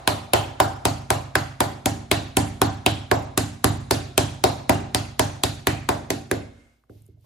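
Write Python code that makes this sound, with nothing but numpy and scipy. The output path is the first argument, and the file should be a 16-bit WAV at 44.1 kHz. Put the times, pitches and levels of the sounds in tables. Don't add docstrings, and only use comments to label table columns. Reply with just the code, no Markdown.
import sys
import numpy as np
from scipy import signal
from scipy.io import wavfile
from scipy.ndimage import uniform_filter1d

SR = 44100
rng = np.random.default_rng(int(sys.argv[2]) if len(sys.argv) > 2 else 0)


def volts_from_db(level):
    exponent = np.asarray(level, float) / 20
    return 10 ** exponent


def persist_wave(psi):
    counts = np.round(np.clip(psi, -1, 1) * 32767).astype(np.int16)
    wavfile.write(sys.argv[1], SR, np.atleast_2d(counts).T)


N = 319901
LEAD_S = 1
LEAD_IN = 256
CONTACT_LEN = SR // 8


def read(points, hz):
    f, value = np.transpose(points)
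    return np.interp(np.log(hz + 1), np.log(f + 1), value)


def colour(x, points):
    hz = abs(np.fft.fftfreq(4096, 1 / SR))
    log_gain = np.log(volts_from_db(read(points, hz)))
    phase = -signal.hilbert(log_gain).imag
    taps = np.fft.ifft(np.exp(log_gain + 1j * phase)).real[:2048]
    taps = taps.reshape((1,) * (x.ndim - 1) + (-1,))
    return signal.oaconvolve(x, taps, axes=-1)[..., :x.shape[-1]]


# (frequency [Hz], side against mid [dB])
WIDTH = [(60, -10.5), (130, -5.5), (290, -8), (640, 0), (1410, -1.5), (3100, -2), (6820, -4.5), (15000, -7)]


def spread(mid, other):
    side = colour(other, WIDTH)
    return np.array([mid + side, mid - side])


# (time [s], slap [dB], boom, thud, ring [dB against the slap])
EARLIER_BLOW = (-0.41, 14.5, -33, -38.5, -7)
# (time [s], slap [dB], weight of the arm [dB], paddle ring [dB])
BLOWS = [(0.075, -2, -30, -9.5), (0.3339, -1, -27.5, -6), (0.6011, -3.5, -28.5, -7),
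         (0.8526, -3.5, -26.5, -11.5), (1.1035, -3, -27.5, -11.5), (1.354, -2.5, -28, -15),
         (1.6042, -3.5, -29.5, -10.5), (1.8578, -5, -28.5, -14), (2.1137, -1, -27, -12),
         (2.3688, -2, -25, -12.5), (2.616, -2, -25, -11.5), (2.8621, -1.5, -26, -13), (3.1134, -6, -27, -8),
         (3.3756, -2, -27.5, -17), (3.6428, -1.5, -22.5, -13), (3.909, -1, -27, -15),
         (4.1777, 0, -25, -12.5), (4.439, -2, -27, -8), (4.6941, -3, -24.5, -7.5),
         (4.9464, -3, -29.5, -17.5), (5.1942, -2, -26, -11.5), (5.435, -3, -28, -18),
         (5.67, -2.5, -26, -16), (5.889, -6.5, -30.5, -11.5), (6.103, -8.5, -34.5, -20.5),
         (6.313, -9.5, -32, -20)]
# (hollow clap [dB], clap pitch [Hz], band where it hisses out [Hz])
CLAPS = [(-14, 1510, 3470), (-10, 2800, 2900), (-5, 1400, 1250), (-17, 2500, 5800), (-12.5, 1570, 1000),
         (-3, 1600, 1600), (-13.5, 1700, 1100), (-17.5, 2150, 6350), (-8.5, 2140, 3700), (-15, 2170, 8200),
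         (-12, 1400, 1100), (-6, 2600, 3420), (-5, 1700, 1150), (-10, 660, 7600), (-5, 1220, 9000),
         (-17, 1320, 4800), (-9.5, 3100, 6700), (-9, 990, 4600), (-14.5, 990, 2130), (-10, 1830, 4800),
         (-10, 1800, 5900), (-11, 7700, 4100), (-8.5, 1800, 2100), (-9, 1200, 1560), (-14.5, 1900, 5550),
         (-9, 1700, 1560)]
# (time [s], nearness to the free table edge [0-1], centre of the ring [Hz])
PATH = [(0, 0.5, 806), (1.35, 0.2, 785), (1.65, .9, 787), (3.4, 0.66, 754), (3.9, 0.28, 670),
        (4.6, 0.76, 775), (5.4, 0, 720), (5.9, 0.99, 763), (6.3, 1, 613)]
# (time [s], slap [dB], boom, thud, ring [dB against the slap])
SET_DOWN = [
    (6.84, -65.5, 0, -12, 1.6),
    (6.896, -59.5, 12, 18, 8.5),
    (6.953, -77, 26, 16, 2),
    (7.0, -76.5, 24.5, 5, 5),
    (7.086, -81.5, 32, 32, 10),
    (7.133, -83, 21, 12, 6),
    (7.169, -81, 27, 5, 16),
    (7.242, -70, 1.5, -7, 11),
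]
# (unused, pocket [Hz], lift [dB], vent [Hz], lift [dB], ring centre [Hz])
PLAIN = (0, 2000, 0, 3000, 0, 760)
THUD_DB, EDGE_THUD_DB = 3, 8.5
FIZZ_DB, FIZZ_PER_OCTAVE_DB = -19, 0.5
CUSHION = 0.16
USUAL_CLAP_DB = -11
POCKET_DB, POCKET_GROWTH, VENT_DB = 1.63, 0.13, 3


def strikes():
    when_s, edge, ring_hz = np.transpose(PATH)
    rows = [(*EARLIER_BLOW, FIZZ_DB, PLAIN[1:])]
    for (s, db, weight_db, ring_db), (clap_db, clap_hz, vent_hz) in zip(BLOWS, CLAPS):
        air_db = clap_db - USUAL_CLAP_DB
        pocket_db = POCKET_DB + POCKET_GROWTH * air_db
        thud_db = weight_db + THUD_DB + EDGE_THUD_DB * np.interp(s, when_s, edge)
        fizz_db = FIZZ_DB - CUSHION * air_db + FIZZ_PER_OCTAVE_DB * np.log2(vent_hz / 3500)
        spot = (clap_hz, pocket_db, vent_hz, VENT_DB, np.interp(s, when_s, ring_hz))
        rows.append((s, db, weight_db - db, thud_db - db, ring_db - db, fizz_db, spot))
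    dull = (2000, 0, 1600, -4, 522)
    for k, row in enumerate(SET_DOWN):
        rows.append((*row, -14, dull if k else PLAIN[1:]))
    return rows


def landing(pocket_hz, pocket_db, vent_hz, vent_db, ring_hz):
    hz = np.geomspace(300, 12000, num=40)

    def hump(centre_hz):
        return np.exp(-.5 * (np.log2(hz / centre_hz) / 0.33) ** 2)

    slap_db = 1.5 * (pocket_db * hump(pocket_hz) + vent_db * hump(vent_hz))
    usual_hz = PLAIN[5]
    ring_db = 45 * np.log2(ring_hz / usual_hz) * np.log2(np.clip(hz, 450, 1250) / usual_hz)
    return np.transpose([hz, slap_db]), np.transpose([hz, ring_db])


def burst(t, start_s, rise_s, fall_s):
    u = np.maximum(t - start_s, 0)
    lead_in = volts_from_db(-22) * np.exp(-abs(t - start_s) / .0016)
    return (1 - np.exp(-u / rise_s)) * np.exp(-u / fall_s) + lead_in


# (frequency [Hz], level [dB])
SLAP = [(300, -45), (900, -0.5), (1600, -1.5), (2500, -3.5), (4000, -4.5), (5500, -11.5), (7000, -10.5),
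        (9000, -22.5)]
# (frequency [Hz], level [dB])
FIZZ = [(5000, -45.5), (7000, -2.5), (8500, -2), (10500, 1), (12000, -1), (13300, -9), (15000, -13.5),
        (17000, -47.5)]
# (frequency [Hz], level [dB], t60 [s])
WOOD = [(510, -5.5, 0.027), (585.4, -8, 0.046), (633, -7, 0.049), (780, -6.5, 0.013), (765, -6, 0.095),
        (894.5, -12.5, 0.1), (984, -12, 0.077), (1015, -14.5, 0.07), (1440, -14, 0.044)]
# (frequency [Hz], level [dB])
KNOCK = [(120, -35.5), (190, -3), (480, -7.5), (590, 2.5), (655, -0.5), (700, 5.5), (730, -4.5), (770, 5.5),
         (840, -2.5), (900, -5), (1000, -3), (1070, -8), (1400, -11), (2500, -31)]


def contact(ring_db, fizz_db, crisp, woody):
    t = (np.arange(CONTACT_LEN) - LEAD_IN) / SR
    noise = rng.standard_normal((2, 2, len(t)))
    bounce_s, bounce = rng.uniform(0.00093, 0.0028), rng.uniform(0.48, 0.8)
    click = 1. * (np.arange(len(t)) == LEAD_IN)

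    pop = np.roll(click, round(0.00062 * SR))
    pop = pop + bounce * np.roll(click, round((.0007 + bounce_s) * SR))
    crackle = burst(t, 0.00059, 0.00037, 0.0013) + bounce * burst(t, bounce_s, 0.000081, 0.00075)
    slap = colour(volts_from_db(-4.5) * noise[0] * crackle + volts_from_db([[7], [1]]) * pop, SLAP)
    slap -= .5 * signal.lfilter(*signal.iirpeak(1700, 1.5, SR), slap)
    hissing = burst(t, 0.00057, 0.00022, 0.00064) + 0.37 * bounce * burst(t, bounce_s, 0.0006, 0.0012)
    fizz = colour(noise[1] * hissing, FIZZ)

    hz, db, t60 = np.transpose(WOOD)[:, :, None]
    grip = rng.standard_normal((len(WOOD), 4))[:, :, None]
    fade = volts_from_db(db + read(woody, hz) + 2 * grip[:, 0] - 60 * t / t60)
    angle = 2 * np.pi * hz * (1 + 0.012 * grip[:, 1]) * t
    ring = np.array([(fade * np.sin(angle + 3 * grip[:, k])).sum(0) for k in (2, 3)])
    swell = 1 - np.exp(-(np.maximum(t, 0) / 0.0017) ** 2)
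    near = colour(volts_from_db(7.5) * slap + volts_from_db(fizz_db + 21) * fizz, crisp) + volts_from_db(ring_db + 1.5) * ring * swell

    late, early = np.roll(click, round(bounce_s * SR)), np.roll(click, round(0.35 * bounce_s * SR))
    click = click + 0.15 * late - 0.15 * early
    far_slap = volts_from_db(13) * colour(colour(click, SLAP), crisp)
    far_ring = volts_from_db(ring_db + 33.0) * colour(colour(click, KNOCK), woody)
    far_fizz = volts_from_db(fizz_db + 20.5) * colour(colour(click, FIZZ), crisp)
    return near, np.array([far_slap, far_ring, far_fizz])


# (frequency [Hz], t60 [s])
WALLS = [(400, 0.54), (1000, 0.57), (2500, 0.57), (6000, 0.53), (12000, 0.38), (16000, .3)]
# (frequency [Hz], t60 [s])
EARLY_T60 = [(300, 0.16), (800, 0.15), (2000, 0.16), (8000, 0.22)]
# (frequency [Hz], level [dB])
WALL_TONE = [(150, -13.5), (300, 5.5), (600, -4), (1200, -3.5), (2500, -3.5), (5000, -1.5), (9000, -2.5),
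             (12000, -6), (16000, -9)]


def walls(count):
    taps = np.zeros((count, 2, SR))
    at = np.arange(200, SR - 20, 10) + rng.integers(0, 10, (count, 2, (SR - 211) // 10))
    np.put_along_axis(taps, at, rng.choice([-1., 1.], at.shape), 2)
    hz, t, z = signal.stft(taps, SR, nperseg=128)
    t60 = read(WALLS, hz)[:, None]
    early_t60 = read(EARLY_T60, hz)[:, None]
    fade = volts_from_db(-60 * t / t60) + volts_from_db(6.5 - 60 * t / early_t60) + volts_from_db(-19 - 60 * t / (2.7 * t60))
    clumps = uniform_filter1d(rng.standard_normal(z[:, :1].shape), size=2, axis=2)
    clumps = uniform_filter1d(clumps, size=12, axis=3)
    fade = fade * volts_from_db(2.5 * clumps / clumps.std())
    tail = signal.istft(z * fade, SR, nperseg=128)[1][..., :SR]
    tail = colour(tail, WALL_TONE)
    return tail / np.linalg.norm(tail[0, 0])


def standing(modes, meet_s, turn_rad, rise_s, apart_rad):
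    hz, db, t60, sign = np.transpose(modes)[:, :, None]
    t = np.arange(SR * 5 // 4) / SR
    skew = apart_rad * rng.standard_normal(hz.shape) * hz / 300
    fade = np.sign(sign) * volts_from_db(db - 60 * t / t60) * (1 - np.exp(-(t / rise_s) ** 2))
    angle = 2 * np.pi * hz * (t - meet_s) + turn_rad
    waves = np.array([fade * np.cos(angle + side * skew) for side in (-1, 1)])
    return waves.sum(1), waves[:, ::2].sum(1) - waves[:, 1::2].sum(1)


def shake(pushes, waves, share):
    out = np.zeros((2, len(pushes) + 2 * SR))
    at = np.flatnonzero(pushes)
    for k, lean in zip(at, share * rng.uniform(-1.7, 1.7, len(at))):
        out[:, k:k + waves[0].shape[1]] += pushes[k] * (waves[0] + lean * waves[1])
    return out[:, :len(pushes)]


# (frequency [Hz], level [dB], t60 [s], sign at the microphone)
BOOM = [(33, -25.5, 0.65, 1), (42, -16.5, 0.9, 1), (59, -15, 2.3, 1), (68.5, -1.5, 0.42, 1),
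        (82.7, -1.5, 0.82, 1), (90.56, -5.5, 0.77, 1), (97.2, 1.5, 0.81, -1), (114, -10.5, 0.51, 1),
        (107.7, 8.5, 0.5, 1), (131.03, -2.5, 1.2, 1), (141.3, 0.5, 0.38, -1), (152, -1, 0.62, 1)]
# (frequency [Hz], level [dB], t60 [s], sign)
THUD = [(180, -4.5, 0.69, 1), (214.7, -5, 0.42, 1), (233, -6.5, 1, 1), (266.6, -7.5, 0.83, 1),
        (263.4, 4, 0.3, 1), (289, -15, 0.12, 1), (291.8, 2, .45, 1), (314.6, 6, 0.27, -1),
        (344.5, -11, 0.6, 1), (387, 18.5, 0.053, 1), (317, 6, 0.17, 1), (377, -22.5, 0.12, 1),
        (397, -18, 0.84, -1), (456, -1.5, 0.28, 1)]


def paddle():
    size = N + SR * 9 // 8
    direct, pushes, sends = np.zeros((2, size)), np.zeros((2, size)), np.zeros((4, size))
    for s, db, boom_db, thud_db, ring_db, fizz_db, spot in strikes():
        at = round((s + LEAD_S) * SR)
        span = slice(at - LEAD_IN, at - LEAD_IN + CONTACT_LEN)
        near, far = contact(ring_db, fizz_db, *landing(*spot))
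        paths = np.linalg.qr(rng.standard_normal((4, 3)))[0]
        direct[:, span] += volts_from_db(db) * near
        sends[:, span] += volts_from_db(db) * paths @ far
        pushes[:, at] = volts_from_db(db + np.array([boom_db, thud_db]))
    wet = signal.oaconvolve(sends[:, None], walls(count=4), axes=2).sum(0)[:, :size]
    room = standing(BOOM, meet_s=.0205, turn_rad=2.15, rise_s=0.004, apart_rad=0.17)
    table = standing(THUD, meet_s=.005, turn_rad=3.03, rise_s=0.003, apart_rad=.58)
    boom = shake(pushes[0], room, share=0.13)
    thud = shake(pushes[1], table, share=0.33)
    mix = spread(*(direct + wet)) * volts_from_db([[-.3], [.3]])
    mix += volts_from_db([[-4.4], [-1.6]]) * boom + volts_from_db([[-11], [-9.5]]) * thud
    return mix[:, LEAD_S * SR:LEAD_S * SR + N]


def fade_out(x):
    power = abs(uniform_filter1d((x ** 2).mean(0), size=1500))
    level_db = 10 * np.log10(power + 1e-12)
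    return x * volts_from_db(np.clip(0.34 * (level_db + 37.0), -15, 0))


# (time [s], level [dB], pitch [Hz])
TICKS = [
    (6.838, -52, 1250),
    (6.896, -45, 1328),
    (7.243, -61, 996),
]
CLAP_LAG_S = 0.00028


def claps():
    out, t = np.zeros(N + SR), np.arange(800) / SR
    pockets = [(blow[0] + CLAP_LAG_S, *clap[:2]) for blow, clap in zip(BLOWS, CLAPS)]
    for s, db, hz in pockets + TICKS:
        at = round(s * SR)
        fade = volts_from_db(db - 60 * t / 0.012) * (1 - np.exp(-t / 0.00011))
        out[at:at + len(t)] += fade * np.sin(2 * np.pi * hz * t)
    out += volts_from_db(-6) * np.roll(out, round(.0019 * SR))
    side = volts_from_db(-11.0) * np.roll(out, round(.0003 * SR))
    return spread(out[:N], side[:N])


def hiss(tone, level):
    noise = colour(rng.standard_normal((2, N)), tone)
    level_db = np.interp(np.arange(N) / SR, *np.transpose(level))
    return noise / noise.std() * volts_from_db(level_db)


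# (frequency [Hz], level [dB])
AIR = [(30, 1.5), (70, 12), (160, -8), (400, -15), (1100, -10.5), (1500, -4), (2020, -13.5), (2120, 6.5),
       (2330, -13.5), (2700, -11), (4000, -17), (9000, -17), (13000, -40), (16000, -43.5)]
# (time [s], level [dB])
AIR_LEVEL = [(6.398, -68.5), (6.6, -60.5), (6.75, -68.5), (6.85, -85), (7.05, -79), (7.25, -91.5)]
# (frequency [Hz], level [dB])
CLOTH = [(300, -12.5), (900, -0.5), (1500, -9.5), (3000, 0), (5000, -1), (8000, -7), (12000, -2),
         (15000, -3), (16500, -34.5)]
# (time [s], level [dB])
CLOTH_LEVEL = [(6.801, -82), (6.89, -87), (6.9, -71), (6.981, -68.5), (7.06, -75), (7.13, -81), (7.17, -85),
               (7.25, -71)]
# (time [s], level [dB])
GRIT = [
    (7.02, -59.5),
    (7.055, -67),
    (7.063, -57),
    (7.078, -68),
    (7.21, -72),
]


def air():
    sound = hiss(AIR, AIR_LEVEL) + hiss(CLOTH, CLOTH_LEVEL)
    t = np.arange(400) / SR
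    for s, db in GRIT:
        at = round(s * SR)
        grain = rng.standard_normal(len(t)) * burst(t, 0, 0.00056, 0.002)
        sound[0, at:at + len(t)] += volts_from_db(db + 14.0) * colour(grain, FIZZ)
    return spread(*sound)


def scene():
    return fade_out(paddle()) + claps() + air()


# (low edge [Hz], high edge [Hz], share of the time [0-1])
STARVED = [(6300, 6800, .06), (8000, 8400, .12), (8400, 8900, .25), (8900, 9700, .06), (9700, 10400, .5),
           (10400, 11300, .14), (11300, 12000, .45), (12000, 12700, .1), (12700, 13400, .45),
           (13400, 14300, .7), (14300, 15300, .8), (15300, 17000, .92)]


def starve(x):
    hz, t, z = signal.stft(x, SR, nperseg=512, noverlap=384)
    power = uniform_filter1d((abs(z) ** 2).mean(0), size=5, axis=1) + 1e-20
    whole_db = 10 * np.log10(power.sum(0))
    attack = whole_db > np.roll(whole_db, 6) + 8
    keep = np.ones(power.shape)
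    for lo_hz, hi_hz, share in STARVED:
        band = (hz >= lo_hz) & (hz < hi_hz)
        whim = np.repeat(rng.standard_normal(len(t) // 16 + 1), 16)[:len(t)]
        band_db = 10 * np.log10(power[band].mean(0))
        slope = 1.5 if hi_hz < 13000 else 1.1
        margin_db = band_db - slope * whole_db + 3 * whim - 99
        margin_db[attack] = 0
        keep[band] = margin_db >= np.quantile(margin_db, np.clip(share, 0, 1))
    return signal.istft(z * keep, SR, nperseg=512, noverlap=384)[1][:, :N]


def roll_off(x):
    return signal.sosfilt(signal.butter(12, 16790, fs=SR, output="sos"), x)


def record(dry):
    limited = 1.023 * np.tanh(dry / 1.147)
    lowpass = signal.firwin(511, 16750, window=("kaiser", 10), fs=SR)[None]
    mix = signal.oaconvolve(starve(limited), lowpass, "same")
    return roll_off(mix)


dry = scene()
out = record(dry)
persist_wave(out)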